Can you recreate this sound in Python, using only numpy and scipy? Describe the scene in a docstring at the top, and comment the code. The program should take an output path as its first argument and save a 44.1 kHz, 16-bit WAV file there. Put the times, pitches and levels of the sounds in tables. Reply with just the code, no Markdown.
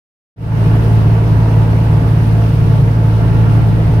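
"""A tractor's four-cylinder diesel hums, heard from inside the closed cab. Each turning part makes
tones at multiples of its speed. A faster, belt-driven unit (probably the air-conditioning compressor)
makes a loud boom, a gear sings and a hydraulic pump whines. Engine noise comes through the panels,
the cab rumbles and fan air hisses from the vents. It all fades in together, then soft rattles join."""
import sys
import numpy as np
from scipy import signal
from scipy.fft import rfft, irfft, next_fast_len
from scipy.io import wavfile
from scipy.ndimage import uniform_filter1d, minimum_filter1d

SR = 44100
rng = np.random.default_rng(int(sys.argv[2]) if len(sys.argv) > 2 else 0)


def master(y):
    """Save y as 16-bit WAV."""
    cut = np.clip(np.atleast_2d(y).T, -1, 1)
    pcm = np.round(cut * 32767)  # scale
    wavfile.write(sys.argv[1], SR, pcm.astype(np.int16))


N = 176400

# Speeds of the engine's crankshaft and the belt-driven unit (time [s], speed [turns per second])
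CRANK_SPEED = [(0, 36.31), (4, 36.31)]
BELT_SPEED = [(0, 55.05), (4, 55.05)]
# Tones of each part (multiple of its turn or pulse rate [times], level [dB], left minus right [dB])
ENGINE_TONES = [(2, -27, 0), (4, -24, 0), (5, -38, 1), (6, -35.5, 0), (8.5, -40, 0), (9, -41, 0),
                (11, -39, 0), (13, -41, -1), (14, -47, -1), (14.5, -47, -1), (15, -48, -1), (15.5, -48, -1),
                (16, -48, -1), (16.5, -48, -1), (17, -43, -1), (22.5, -47, -2), (44, -53.5, -4)]
RING_TONES = [(26, -45, -2), (27, -51, -3), (28, -49, -3), (30, -55, -4), (35, -61, -4), (36, -56, -4)]
BOOM_TONES = [(.5, -35, 0), (1, -21, -.2), (2, -11, -.8), (3, -19.7, .5), (4.5, -36, 0), (5, -35.5, 0)]
PUMP_TONES = [(2, -37.5, -1), (3, -43, -1), (4, -47, -3), (5, -49.5, -5)]
# Gain added to the engine's high ring, the gear tone and the pump's top tone (time [s], gain [dB])
RING_GAIN = [(.5, -1), (.95, 0), (1.3, 6), (1.55, 6), (1.9, -1), (2.6, -2), (4, -3)]
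GEAR_GAIN = [(0.6, -36), (0.64, -43), (1.89, -36.5), (2.09, -42), (2.16, -55), (2.19, -37), (2.6, -46),
             (2.76, -31), (2.8, -42.5), (3.39, -34), (3.86, -48), (3.95, -33)]
WHINE_GAIN = [(.5, -55), (2, -58), (2.75, -51), (3.1, -54), (3.3, -47), (3.6, -45), (3.75, -55), (4, -55)]
# How strong each noise is from bass to treble (frequency [Hz], relative level [dB])
PANEL_SPECTRUM = [(120, -36), (200, -5), (311, -0.5), (357, -9.5), (392, -5), (430, -6.5), (461, -4.5),
                  (555, -15.5), (684, -7), (751, -14), (883, -11), (1080, -14.5), (1340, -17), (2850, -27),
                  (3200, -37), (4160, -59.5), (7040, -120)]
RUMBLE_SPECTRUM = [(11, -44), (18, -14), (30, -9), (41, -20), (48, -24), (65, -11), (91, -3.5), (114, -3.5),
                   (129, 1.5), (143, 5.5), (156, -2), (177, -7.5), (191, -26.5), (207, -37), (240, -21),
                   (310, -55), (530, -120)]
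AIR_SPECTRUM = [(1530, -28.5), (2600, -4.5), (2840, -2.5), (3260, -4.5), (5380, -10.5), (7370, -19.5),
                (9020, -13.5), (11700, -16), (14200, -19), (15600, -21.5)]
RATTLE_SPECTRUM = [(1500, -120), (3500, -20), (5000, -9), (7500, -12), (9300, 0), (12000, 0), (14000, -4),
                   (15500, -10)]
# How each noise rises and falls around its average (time [s], relative level [dB])
PANEL_SWELL = [(0.7, -27), (0.74, -25), (0.78, -29), (0.8, -27.5), (3.23, -29), (3.48, -27), (3.57, -28),
               (4.0, -28.5)]
RUMBLE_SWELL = [(0.7, -16.5), (0.87, -23.5), (1.08, -11), (1.17, -26.5), (1.4, -9), (1.44, -23),
                (2.12, -15), (2.43, -26.5), (2.64, -15), (2.71, -16.5), (2.91, -10), (2.94, -19.5),
                (3.84, -14), (3.95, -17)]
AIR_SWELL = [(.7, -54), (1.01, -53.5), (1.04, -55.5), (1.7, -54.5), (2.06, -55), (2.4, -54.5), (2.8, -54.5),
             (2.98, -56.5), (3.1, -54.5), (3.95, -55.5)]
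# Soft rattles in the cab (start time [s], relative level [dB])
RATTLE_HITS = [(.61, -56), (.74, -56), (.93, -56), (1.29, -56), (1.36, -57), (1.7, -56), (2.1, -54),
               (2.18, -55), (2.265, -53), (2.48, -53), (2.63, -56), (2.76, -57), (3.055, -52), (3.4, -57),
               (3.66, -57)]
# How alike the sound is at the two ears (frequency [Hz], likeness [-1 to 1])
EAR_LIKENESS = [(20, .999), (70, 1), (140, 0.98), (215, 0.68), (320, 1), (470, 0.35), (590, 0.84),
                (740, 0.34), (870, 0.43), (1000, -0.3), (1700, -0.17), (2500, -0.044)]
# Which way the noises lean (frequency [Hz], left minus right [dB])
EAR_BALANCE = [(60, -2.5), (140, 0.5), (330, 1), (500, -1), (770, -2), (1170, -2.5), (1790, -6), (2740, 2),
               (4190, 7.5), (6410, 8), (9810, -2), (15000, -6.5)]


def amp(db):
    """Turn decibels into a factor to multiply by."""
    return 10 ** (np.asarray(db) / 20)


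def unit(x):
    """Scale a signal to an average power of 1."""
    return x / np.sqrt(np.mean(x ** 2) + 1e-20)


def along(points, hz):
    """Read a table at these frequencies, on a log scale."""
    freqs, values = np.transpose(points)
    return np.interp(np.log(hz + 1), np.log(freqs + 1), values)


def curve(rows):
    """Join a table's points in time, one value per sample."""
    times, values = np.transpose(rows)
    return np.interp(np.arange(N) / SR, times, values)


def swell(rows):
    """A level curve with its average taken away."""
    level_db = curve(rows)
    return level_db - level_db.mean()


def wobble(rate):
    """A random curve through `rate` points a second."""
    points = rng.standard_normal(int(N * rate / SR) + 2)
    return np.interp(np.arange(N) * rate / SR, np.arange(len(points)), points)


def filtered(x, response):
    """Scale each frequency in x by response(hz)."""
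    size = next_fast_len(N + SR // 2)
    return irfft(rfft(x, size) * response(np.fft.rfftfreq(size, 1 / SR)), size)[..., :N]


def width(hz):
    """An angle that grows as the two ears sound less alike."""
    return np.arccos(np.clip(along(EAR_LIKENESS, hz), -1, 1)) / 2


def noise(spectrum, patchy_db):
    """Stereo noise of power 1, with random louder and softer patches in time and pitch."""
    grid = signal.stft(rng.standard_normal((2, N)), nperseg=512)[2]
    patches = uniform_filter1d(rng.standard_normal(grid.shape[1:]), size=8, axis=0)
    patches = unit(uniform_filter1d(patches, size=12, axis=1))
    pair = signal.istft(grid * amp(patchy_db * patches), nperseg=512)[1][:, :N]
    mid, side = filtered(pair, lambda hz: amp(along(spectrum, hz)) * [np.cos(width(hz)), np.sin(width(hz))])
    ears = np.array([mid + side, mid - side])
    return unit(filtered(ears, lambda hz: amp(np.outer([.5, -.5], along(EAR_BALANCE, hz)))))


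def shaft_angle(speed):
    """How far a shaft has turned, in radians."""
    return 2 * np.pi * np.cumsum(curve(speed)) / SR


def tones(angle, rows, wander_db, rate, slip_rad, smear_rad=None):
    """Tones at multiples of a turning speed; level and phase drift `rate` times a second."""
    out = np.zeros((2, N))
    for multiple, db, pan_db in rows:
        hz = multiple * angle[-1] * SR / N / (2 * np.pi)
        ear_shift = width(hz) * wobble(3.02) * [[1], [-1]]
        start = rng.uniform(0, 2 * np.pi) if smear_rad is None else smear_rad * multiple ** 2
        phase = multiple * angle + start + slip_rad * wobble(rate) + ear_shift
        level = amp(db + wander_db * wobble(rate))
        pan = amp([[pan_db / 2], [-pan_db / 2]])
        out += level * pan * np.sqrt(2) * np.cos(phase)
    return out


def engine_hum(crank):
    """The turning crankshaft makes a hum, with a high ring that swells and sinks."""
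    hum = tones(crank, ENGINE_TONES, wander_db=2, rate=5, slip_rad=.42)
    ring = tones(crank, RING_TONES, wander_db=1, rate=7, slip_rad=.22)
    return hum + amp(curve(RING_GAIN)) * ring


def belt_boom():
    """The belt-driven unit booms in the cab, each pulse smeared out in time."""
    angle = shaft_angle(BELT_SPEED)
    return tones(angle, BOOM_TONES, wander_db=1.1, rate=12, slip_rad=.19, smear_rad=-1.05)


def gear_tone(crank):
    """A gear sings at 24 times the crank speed, coming and going."""
    return amp(curve(GEAR_GAIN)) * tones(crank, [(24, -1, -2)], wander_db=1.2, rate=9, slip_rad=.5)


def pump_whine(crank):
    """The pump's quick pulses make a whine; the tone at six times their rate swells with load."""
    angle = 6.33 * crank  # pulses per crank turn
    top = tones(angle, [(6, 4, -5)], wander_db=1.2, rate=6, slip_rad=.3)
    lower = tones(angle, PUMP_TONES, wander_db=2.5, rate=14, slip_rad=1)
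    return lower + amp(curve(WHINE_GAIN)) * top


def panel_noise(crank, level_db=-24.5, pulse_depth=.13):
    """Engine noise comes through the panels, pulsing with the two firings in each turn."""
    pulse = 1 + pulse_depth * (np.cos(2 * crank) + .38 * np.cos(crank))
    level = amp(level_db + swell(PANEL_SWELL) + .21 * wobble(12))
    return level * pulse * noise(PANEL_SPECTRUM, patchy_db=.92)


def cab_rumble(level_db=-19):
    """A low, lumpy rumble fills the cab."""
    return amp(level_db + swell(RUMBLE_SWELL)) * noise(RUMBLE_SPECTRUM, patchy_db=-1.35)


def vent_hiss(level_db=-42.5):
    """Fan air hisses from the vents with a slight flicker."""
    flicker_db = .44 * wobble(14) + .62 * np.abs(wobble(25))
    return amp(level_db + swell(AIR_SWELL) + flicker_db) * noise(AIR_SPECTRUM, patchy_db=.7)


def rattles(rise_s=.006, fall_s=.022):
    """Each rattle is a short, soft burst of bright noise."""
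    starts, levels_db = np.transpose(RATTLE_HITS)
    age = np.clip(np.arange(N) / SR - starts[:, None], 0, None)
    bursts = (1 - np.exp(-age / rise_s)) * np.exp(-age / fall_s)
    return 2 * amp(levels_db) @ bursts * noise(RATTLE_SPECTRUM, patchy_db=2)


def scene():
    """Add up the sounds; one crankshaft keeps the engine, gear and pump in step."""
    crank = shaft_angle(CRANK_SPEED)
    machines = engine_hum(crank) + belt_boom() + gear_tone(crank) + pump_whine(crank)
    return machines + panel_noise(crank) + cab_rumble() + vent_hiss() + rattles()


def record(dry, fade_start_s=.36, fade_end_s=.65, ceiling=.94, top_hz=15730):
    """Fade in, turn down peaks that pass the ceiling, then cut the highest treble."""
    faded = dry * np.clip((np.arange(N) / SR - fade_start_s) / (fade_end_s - fade_start_s), 0, 1)
    safe_gain = np.minimum(1, ceiling / (np.abs(faded).max(axis=0) + 1e-9))
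    span = round(.012 * SR)  # smooth the gain over 12 ms
    gain = uniform_filter1d(minimum_filter1d(safe_gain, size=span), size=span)
    return filtered(faded * gain, lambda hz: hz < top_hz)


dry = scene()
out = record(dry)
master(out)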